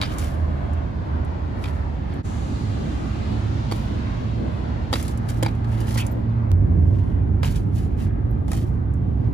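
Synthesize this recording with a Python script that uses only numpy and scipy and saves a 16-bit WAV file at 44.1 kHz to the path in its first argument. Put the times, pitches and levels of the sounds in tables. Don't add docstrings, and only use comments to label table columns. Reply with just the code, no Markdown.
import sys
import numpy as np
from scipy import signal
from scipy.fft import rfft, irfft
from scipy.io import wavfile
from scipy.ndimage import uniform_filter1d

SR = 44100
rng = np.random.default_rng(int(sys.argv[2]) if len(sys.argv) > 2 else 0)


def bounce(signal):
    frames = np.transpose(np.atleast_2d(signal))
    limited = np.clip(frames, -1, 1)
    pcm = np.round(limited * 32767).astype(np.int16)
    wavfile.write(sys.argv[1], SR, pcm)


N = 411453
TIME = np.arange(N) / SR
BLOW_TIME = TIME[:SR // 3]
FIRST_CUT_S, SECOND_CUT_S = 2.232, 6.517

# t/s, tyre thud/dB, frame clack/dB,
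# chain tick/dB, t60/s, two f/Hz where the frame is struck hardest, first crack over the rattle/dB,
# rebound after/s, rebound level/dB, rubber rasp/dB, grit/dB
LANDINGS = [ (.015, -37, -19.5, -37, 0.029, 3830, 1280, 25, 0.0094, -4.5, -41, -56),
            (0.1832, -56, -36.5, -34.5, 0.049, 4900, 3200, 8, 0.011, -8, -45.5, -43.5),
            (1.640, -39, -30, -47, 0.032, 2350, 3200, 8, .016, -5, -52, -56.5),
            (3.7135, -25.5, -33, -43.5, 0.024, 4530, 3440, 8, 0.0077, 4, -50, -47.5),
            (4.929, -17.5, -22, -32, 0.03, 4400, 3620, 20, 0.0075, 0, -44, -39.5),
            (5.427, -18.5, -27.5, -31, .02, 3280, 4800, 11, 0.0046, 1.5, -55, -60),
            (5.462, -18, -24.5, -41, 0.019, 2290, 4800, 14, 0.0043, -8, -68, -65),
            (5.958, -27, -33, -54, .022, 900, 1050, 4, .004, -6, -48, -48),
            (7.431, -31, -24.5, -41, .042, 930, 1050, 3, .015, -11, -46, -43),
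            (7.878, -36, -56, -72, 0.015, 915, 1300, 8, .014, -4, -68, -77),
            (8.481, -30, -40, -47, 0.023, 1106, 1310, 9.8, 0.0057, -7.5, -52.5, -48),
            (8.517, -31.5, -32, -33.5, 0.034, 1310, 2000, 17.5, .015, -4, -52, -49)]
# t/s, firing rate f/Hz (before its waver), level/dB (before its throb)
HEAVY_ENGINE = [(6.5, 98.6, -16.5), (6.8, 87.75, -15.5), (7.05, 95.83, -24), (7.3, 94.75, -17.5),
                (7.7, 98.03, -25.5), (8.4, 111.9, -30), (9.33, 116, -23.5)]


def undb(db):
    return 10 ** (np.asarray(db) / 20)


def unit(x):
    return x / np.sqrt(np.mean(x ** 2))


def curves(rows):
    s, *columns = np.transpose(rows)
    return [np.interp(TIME, s, column) for column in columns]


def gains(points, size):
    hz, db = np.transpose(points)
    bins = np.maximum(np.fft.rfftfreq(size, 1 / SR), 1)
    return undb(np.interp(np.log(bins), np.log(hz), db))


def colour(x, points, size=2 ** 19):
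    gain = unit(gains(points + [(SR / 2, points[-1][1] - 20)], size))
    cepstrum = irfft(np.log(gain))
    cepstrum[1:size // 2] *= 2
    cepstrum[size // 2 + 1:] = 0
    return irfft(rfft(x, size) * np.exp(rfft(cepstrum)))[..., :N]


def band_unit(x, band):
    band_filter = signal.butter(4, band, "band", fs=SR, output="sos")
    return x / np.std(signal.sosfilt(band_filter, x[0]))


def walk(rate):
    hold = int(SR / rate)
    steps = np.repeat(rng.standard_normal(N // hold + 1), hold)
    return unit(uniform_filter1d(steps, hold)[:N])


def noise():
    return rng.standard_normal((2, N))


def add(track, s, sound):
    i = max(int(s * SR), 0)
    track[..., i:i + sound.shape[-1]] += sound[..., :N - i]


def echo(x, lag, gain):
    return x + gain * np.array([np.interp(TIME - lag, TIME, channel, left=0) for channel in x])


def knocks():
    # t/s, frame clack/dB, f/Hz where the frame is struck hardest
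    rattles = [(.033, -27.5, 3000), (.062, -40, 2800), (.244, -41, 3200), (4.956, -27, 2300),
               (4.998, -38, 4000), (5.026, -44, 2700), (5.049, -44, 4000), (5.080, -37, 4200),
               (5.448, -34, 2300), (5.454, -39, 1900), (5.483, -38, 1950), (5.489, -43, 2700),
               (5.645, -42.5, 1300), (7.455, -39, 2760), (7.465, -37, 1100), (8.545, -44, 2300)]
    rebound_stretch, rebound_crack_db = 1.24, 0.5
    rattle_t60_s, rattle_crack_db = 0.041, 10.5
    rattle_parts_db = np.array([-6, 0, -17])
    for s, thud, clack, tick, t60, *struck_hz, crack_db, rebound_s, rebound_db, _, _ in LANDINGS:
        part_db = np.array([thud, clack, tick])
        yield s, part_db, t60, crack_db, struck_hz
        yield (s + rebound_s, part_db + rebound_db, t60 * rebound_stretch,
               crack_db + rebound_crack_db, struck_hz)
    for s, db, hz in rattles:
        yield s, db + rattle_parts_db, rattle_t60_s, rattle_crack_db, [hz]


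def clatter(t60, crack_db=6.5):
    dying = undb(-60 * BLOW_TIME / t60)
    burst = rng.standard_normal((2, len(BLOW_TIME))) * dying
    burst[0, 0] += undb(crack_db)
    return burst / np.hypot(1, undb(crack_db) / np.linalg.norm(dying))


def blow_forces(tick_t60_s=0.034):
    # t/s, level/dB
    chain_slaps = [(0.243, -40), (0.734, -52), (1.249, -55), (2.138, -54), (5.027, -35), (5.080, -35.5),
                   (5.174, -42), (5.552, -57), (5.645, -64), (6.066, -35.5), (7.575, -52), (7.759, -49),
                   (8.938, -56)]
    force = np.zeros((3, 2, N))
    for s, part_db, t60, crack_db, _ in knocks():
        for part, db in zip(force, part_db):
            add(part, s, undb(db) * clatter(t60, crack_db))
    for s, db in chain_slaps:
        add(force[2], s, undb(db) * clatter(tick_t60_s))
    return force


def tyre_knock(force, thud_db=-2.5, boom_db=-8):
    # f/Hz, level/dB
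    thud_colour = [(50, -24), (130, -9.5), (300, 2), (430, -2.5), (560, -1), (700, -3.5), (860, -4),
                   (1150, -17.5), (2500, -43.5)]
    # f/Hz, level/dB, t60/s
    air_modes = [(328, -1.5, 0.13), (545, -2, 0.057), (816, 1.5, 0.036)]
    t = BLOW_TIME
    air = sum(undb(db - 60 * t / t60) * np.sin(2 * np.pi * hz * t) for hz, db, t60 in air_modes)
    boom = signal.oaconvolve(force, air[None] / np.linalg.norm(air), axes=1)[:, :N]
    return undb(thud_db) * colour(force, thud_colour) + undb(boom_db) * boom


def frame_clack(force, clack_db=-2):
    # f/Hz, level/dB
    clack_colour = [(500, -29), (1000, 15), (1500, 8.5), (1900, 9), (2400, 3), (4300, -0.5), (5200, -3.5),
                    (6200, -18), (9000, -44)]
    return undb(clack_db) * colour(force, clack_colour)


def frame_ring(ring_db=-2.5, focus_db=10, focus_octaves=0.22, detune=0.018):
    # f/Hz, level/dB (before the focus), t60/s
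    frame_modes = [(915, -0.5, 0.033), (1050, -4, 0.022), (1226, -26.5, .5), (1310, -3, 0.042),
                   (1910, -29, .4), (2150, -1.5, 0.011), (2346, 1.5, 0.012), (2760, -8.5, 0.011),
                   (3200, -2, 0.013), (3440, -1.5, 0.012), (3560, -27, 0.22), (3870, 1.5, 0.016),
                   (4530, -2, 0.021), (4800, -7.5, .012), (7300, -8, .008)]
    ring = np.zeros((2, N))
    mode_hz, mode_db, mode_t60 = np.transpose(frame_modes)
    fading = undb(mode_db[:, None] - 60 * BLOW_TIME / mode_t60[:, None])
    for s, part_db, t60, crack_db, struck_hz in knocks():
        shifted_hz = mode_hz * (1 + detune * rng.standard_normal(len(mode_hz)))
        octaves_off = np.log2(mode_hz[:, None] / struck_hz)
        weight = undb(focus_db * np.exp(-(octaves_off / focus_octaves) ** 2).max(axis=1))
        body = weight @ (fading * np.sin(2 * np.pi * shifted_hz[:, None] * BLOW_TIME))
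        rung = signal.fftconvolve(clatter(t60), body[None] / np.linalg.norm(body))
        add(ring, s, undb(part_db[1]) * rung)
    return undb(ring_db) * ring


def chain_tick(force):
    # f/Hz, level/dB
    tick_colour = [(2500, -28), (4800, 3), (7500, 9.5), (10300, 10), (11900, 2), (13800, 5.5),
                   (15500, -8.5)]
    return colour(force, tick_colour)


def blows():
    on_tyre, on_frame, on_chain = blow_forces()
    return tyre_knock(on_tyre) + frame_clack(on_frame) + frame_ring() + chain_tick(on_chain)


def slides(scrub_after_s=0.027, scrub_rise_s=0.024, scrub_t60_s=0.38):
    skids = [(.14, 0.12, -59, -52), (1.63, 0.042, -62, -55.5), (2.14, 0.056, -55, -68),
             (5.105, 0.018, -69, -50.5), (5.293, 0.0056, -42, -38.5), (5.37, 0.11, -63, -55),
             (5.78, 0.1, -50.5, -53), (5.807, 0.0033, -43, -45.5), (5.886, 0.019, -44, -42.5),
             (5.908, 0.0034, -44, -43), (5.945, 0.02, -57, -46), (5.982, .0085, -34.5, -34),
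             (6.004, 0.0074, -37.5, -39), (7.0, 0.15, -59, -65.5), (7.560, 0.009, -49, -44),
             (7.77, 0.035, -53.5, -51.5), (7.83, 0.028, -58, -55), (8.02, 0.034, -50, -51.5),
             (8.575, .01, -59, -50), (8.63, 0.03, -59, -58), (9.24, 0.048, -61.5, -75)]
    release_s, release_per_rise = 0.067, 2.9
    for s, *_, rasp_db, grit_db in LANDINGS:
        yield s + scrub_after_s, scrub_rise_s, scrub_t60_s, rasp_db, grit_db
    for s, rise, rasp_db, grit_db in skids:
        yield s, rise, release_s + release_per_rise * rise, rasp_db, grit_db


def slide_loads(roll_on_db=-13, roll_on_t60_s=0.41, release_power=1.34):
    rasp_power, grit_power = np.zeros(N), np.zeros(N)
    for s, rise, t60, rasp_db, grit_db in slides():
        near = slice(max(int((s - 3 * rise) * SR), 0), int((s + roll_on_t60_s) * SR))
        t = TIME[near] - s
        release_db = -60 * (np.abs(t) / t60) ** release_power
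        roll_db = roll_on_db - 60 * np.abs(t) / roll_on_t60_s
        load = np.where(t < 0, np.exp(-(t / rise) ** 2), undb(np.maximum(release_db, roll_db)))
        rasp_power[near] += (load * undb(rasp_db)) ** 2
        grit_power[near] += (load * undb(grit_db)) ** 2
    return np.sqrt(rasp_power), np.sqrt(grit_power)


def grains(rate, spread_db):
    size = undb(spread_db * np.minimum(rng.exponential(size=N), 5))
    return unit(noise() * size * (rng.random(N) < rate / SR))


def scrubs(grit_db=-2.5, slip_db=1.5, scuff_db=2.0):
    # f/Hz, level/dB
    rasp_colour = [(400, -8), (850, -2), (1150, 0.5), (1700, 5), (2050, 1.5), (2550, 0.5), (3150, 2),
                   (3800, -5.5), (4600, -5.5), (7000, -19), (12000, -31)]
    grit_colour = [(2000, 0.5), (4500, 6), (7500, 4.5), (10500, 6), (11900, -1.5), (13800, 4.5),
                   (15500, -11)]
    rasp_load, grit_load = slide_loads()
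    rasp = grains(rate=3600, spread_db=2.1) * rasp_load * undb(slip_db * walk(160))
    grit = grains(rate=6000, spread_db=1.5) * grit_load * undb(slip_db * walk(120))
    rubber, stones = colour(rasp, rasp_colour), colour(grit, grit_colour)
    return (rubber + undb(grit_db) * stones) * undb(scuff_db * walk(45))


def squawks(rate=900, side_db=-3):
    # t/s, f/Hz, glide/(Hz/s), level/dB, half width/s
    squawk_rows = [(.03, 3950, -1, -39, 0.014), (.052, 4840, 6003, -44, 0.014), (.1, 3570, 0, -53, .025),
                   (5.987, 2127, 38000, -40, 0.032), (6.011, 2865, -8000, -36.5, 0.024),
                   (7.448, 2860, -1, -33, 0.0024)]
    out = np.zeros((2, N))
    middle = walk(rate) + 1j * walk(rate)
    judder = np.array([middle, undb(side_db) * (walk(rate) + 1j * walk(rate))])
    for s, hz, glide, db, width in squawk_rows:
        near = slice(max(int((s - 3 * width) * SR), 0), int((s + 3 * width) * SR))
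        t = TIME[near] - s
        tone = np.real(judder[:, near] * np.exp(2j * np.pi * (hz + glide * t / 2) * t))
        out[:, near] += undb(db) * np.exp(-(t / width) ** 2) * tone
    return out


def car_park(x, wet_db=-18, t60=0.084):
    x = echo(x, lag=0.001298 + 0.00032 * walk(2.2), gain=0.26)
    t = TIME[:SR // 2]
    tail = rng.standard_normal((2, len(t))) * undb(-60 * t / t60) * (t > .008)
    scattered = signal.fftconvolve(x, tail / np.linalg.norm(tail[0]), axes=1)[:, :N]
    return x + undb(wet_db) * scattered


def ports(x, level_db=1.3, size=2 ** 19):
    # f/Hz, angle by which the left leads/rad
    port_phase = [(400, 0), (900, 2), (1500, 1.97), (2300, 0.1), (2900, 1.83), (3700, 0.5), (5200, 2),
                  (6600, -1.5), (8650, 3.5), (15250, 17)]
    # f/Hz, level/dB
    scatter = [(100, -12.5), (500, -3.5), (2000, -6.5), (7000, -2.5), (10000, -12)]
    direct, scattered = rfft(x, size)
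    scattered = scattered * gains(scatter, size)
    turn = np.exp(.5j * np.interp(np.fft.rfftfreq(size, 1 / SR), *np.transpose(port_phase)))
    left, right = (direct + scattered) * turn, (direct - scattered) / turn
    return undb(level_db) * irfft(np.array([left, right]))[:, :N]


def chirps():
    # t/s, f/Hz, level/dB, width/s (20 dB down at two widths from the peak)
    chirp_rows = [(6.120, 13800, -46, 0.0062), (8.313, 12200, -52.5, 0.0026)]
    out = np.zeros(N)
    for s, hz, db, width in chirp_rows:
        fall_db = 20 * np.minimum(((TIME - s) / (2 * width)) ** 2, 20)
        out += undb(db - fall_db) * np.sin(2 * np.pi * hz * TIME + walk(970))
    return out


def sizzle(level_db=-56, fall_db=9.0):
    # f/Hz, level/dB
    sizzle_colour = [(3000, -29), (6500, 11), (8600, 5), (10300, 0.5), (11800, -12.5), (13500, -6),
                     (15500, -23)]
    close = (TIME > FIRST_CUT_S) & (TIME < SECOND_CUT_S)
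    fading = undb(level_db - fall_db * np.abs(TIME - FIRST_CUT_S) + walk(6))
    return colour(noise(), sizzle_colour) * fading * close


def engine(rows, waver, throb_db, octave_db, follow):
    hz, level_db = curves(rows)
    order_db = level_db, octave_db + follow * (level_db - level_db.max())
    phase = 2 * np.pi * np.cumsum(hz * (1 + waver * walk(25))) / SR
    running = uniform_filter1d(1. * ((TIME >= rows[0][0]) & (TIME <= rows[-1][0])), SR // 30)
    return running * sum(undb(db + throb_db * walk(19)) * np.sin(k * phase)
                         for k, db in enumerate(order_db, 1))


def engines():
    # t/s, firing rate f/Hz (before its waver), level/dB (before its throb)
    far_engine = [(0, 76.53, -27.5), (.5, 78.1, -23.5), (2.2, 77.32, -29)]
    car_engine = [(2.3, 102.9, -31), (3.6, 106.9, -27.5), (4.2, 108.3, -33.5), (5.4, 113.3, -25.5),
                  (6.5, 112.7, -19.5)]
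    far = engine(far_engine, waver=0.011, throb_db=3.5, octave_db=-46.5, follow=.2)
    car = engine(car_engine, waver=0.0118, throb_db=2.0, octave_db=-31.5, follow=0.46)
    heavy = engine(HEAVY_ENGINE, waver=0.0535, throb_db=2.0, octave_db=-39.5, follow=0.88)
    return far + car + heavy


def stretch_at(s):
    return np.searchsorted([FIRST_CUT_S, SECOND_CUT_S], s)


def traffic_levels():
    # start t/s, rumble/dB, drone/dB, far tyre roar/dB, its drift/(dB/s), tyre hiss/dB
    stretches = [(0, -27, -41.5, -42, -0.8, -57.5), (2.232, -26, -37, -44, -0.81, -78),
                 (6.517, -22.5, -37, -49.5, 0, -71.5)]
    return np.array(stretches)[stretch_at(TIME)].T


def restless(x, depth_db, rate, count=8, size=2 ** 19):
    log_hz = np.log1p(np.fft.rfftfreq(size, 1 / SR))
    place = np.interp(log_hz, np.log([300, 8000]), [0, count - 1])
    spectrum = rfft(x, size)
    out = 0
    for k in range(count):
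        band = irfft(spectrum * np.maximum(1 - np.abs(place - k), 0))[:, :N]
        out = out + band * undb(depth_db * walk(rate))
    return out


def road_tyres(roar_db=-.5, hiss_db=-2.5, flutter_db=0.9, fall_db=57):
    # f/Hz, level/dB
    roar_colour = [(100, -7), (250, 10), (450, -5), (640, 1), (820, -1.5), (1250, -8), (2000, -13.5),
                   (3000, -26), (6000, -51.5), (15000, -51.5)]
    hiss_colour = [(100, -1), (165, 17), (260, 22.5), (340, 16.5), (450, -3), (1000, 5), (2000, 2),
                   (3000, 1.5), (4300, -1.5), (5500, -9), (7200, -14), (8500, -22), (10000, -22.5),
                   (15000, -42)]
    # t/s when loudest, time to double the squared distance/s, roar/dB, hiss/dB (ahead of the mix)
    passes = [(1.75, 0.39, -55, -62.5), (3.3, 1.85, -49, -48), (4.75, 0.65, -46.5, -63),
              (5.65, 0.71, -45.5, -76)]
    start, _, _, far_db, drift, hiss_floor_db = traffic_levels()
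    roaring, hissing = undb(far_db + drift * (TIME - start)), undb(hiss_floor_db)
    for s, span, car_roar_db, car_hiss_db in passes:
        distance = np.hypot(1, (TIME - s) / span)
        near = undb(-fall_db * np.log10(distance)) * (stretch_at(TIME) == stretch_at(s))
        roaring = np.hypot(roaring, near * undb(car_roar_db))
        hissing = np.hypot(hissing, near * undb(car_hiss_db))
    roar = band_unit(colour(noise(), roar_colour), (500, 1500)) * roaring
    roar = roar * undb(roar_db + flutter_db * walk(9))
    hiss = band_unit(colour(noise(), hiss_colour), (2500, 7000)) * hissing * undb(hiss_db)
    moving = restless(roar + hiss, depth_db=1.17, rate=8, count=12)
    return echo(moving, lag=0.002256 + 0.00026 * walk(0.825), gain=0.22)


def traffic_rumble(rumble_db=0.5, steadiness=0.45, exhaust_db=-6):
    # f/Hz, level/dB
    rumble_colour = [(20, -33.5), (32, -20.5), (50, -1), (70, 2), (95, -0.5), (130, -5.5), (180, -11.5),
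                     (290, -18.5), (420, -27), (800, -67)]
    low_db = traffic_levels()[1]
    exhaust = undb(curves(HEAVY_ENGINE)[1] + exhaust_db) * (TIME > SECOND_CUT_S)
    rumble = colour(noise(), rumble_colour)
    power = uniform_filter1d(rumble[0] ** 2, SR // 10)
    rumble = unit(rumble / power ** np.clip(steadiness, 0, .5))
    return rumble * np.hypot(undb(low_db + rumble_db), exhaust)


def traffic_drone(gust_db=2.9):
    # f/Hz, level/dB
    drone_colour = [(80, -21), (170, 0.5), (290, 0.5), (400, -11.5), (560, -15.5), (800, -23.5),
                    (1500, -52)]
    drone_db = traffic_levels()[2]
    return colour(noise(), drone_colour) * undb(drone_db + gust_db * walk(8))


def scene(size=2 ** 19):
    # f/Hz, side minus mid/dB
    side_width = [(60, -23), (110, -11.5), (200, -6.5), (380, -0.5), (700, 3.5), (1290, 3.5), (2380, -2),
                  (4400, -0.5), (8120, -0.5), (15000, -1.5)]
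    # f/Hz, left minus right/dB
    left_lean = [(100, -3.5), (250, -2.5), (500, 1.5), (1500, 1), (4000, -0.5), (12000, -0.5)]
    bike = car_park(blows() + scrubs() + squawks())
    ahead = ports(bike + sizzle())
    mid, side = road_tyres() + traffic_rumble() + traffic_drone()
    mid = mid + engines() + chirps()
    mid, side = rfft(mid, size), rfft(side, size) * gains(side_width, size)
    lean = np.sqrt(gains(left_lean, size))
    street = irfft(np.array([(mid + side) * lean, (mid - side) / lean]))[:, :N]
    return street + ahead


def record(dry, dip_db=-18, dip_width=0.014, click_db=-22, top_hz=15700):
    out = dry * undb(dip_db * np.exp(-((TIME - FIRST_CUT_S) / dip_width) ** 2))
    add(out, SECOND_CUT_S, undb(click_db) * np.exp(-TIME[:SR // 100] / .0001))
    return signal.sosfilt(signal.ellip(8, .2, 70, top_hz, fs=SR, output="sos"), out)


dry = scene()
out = record(dry)
bounce(out)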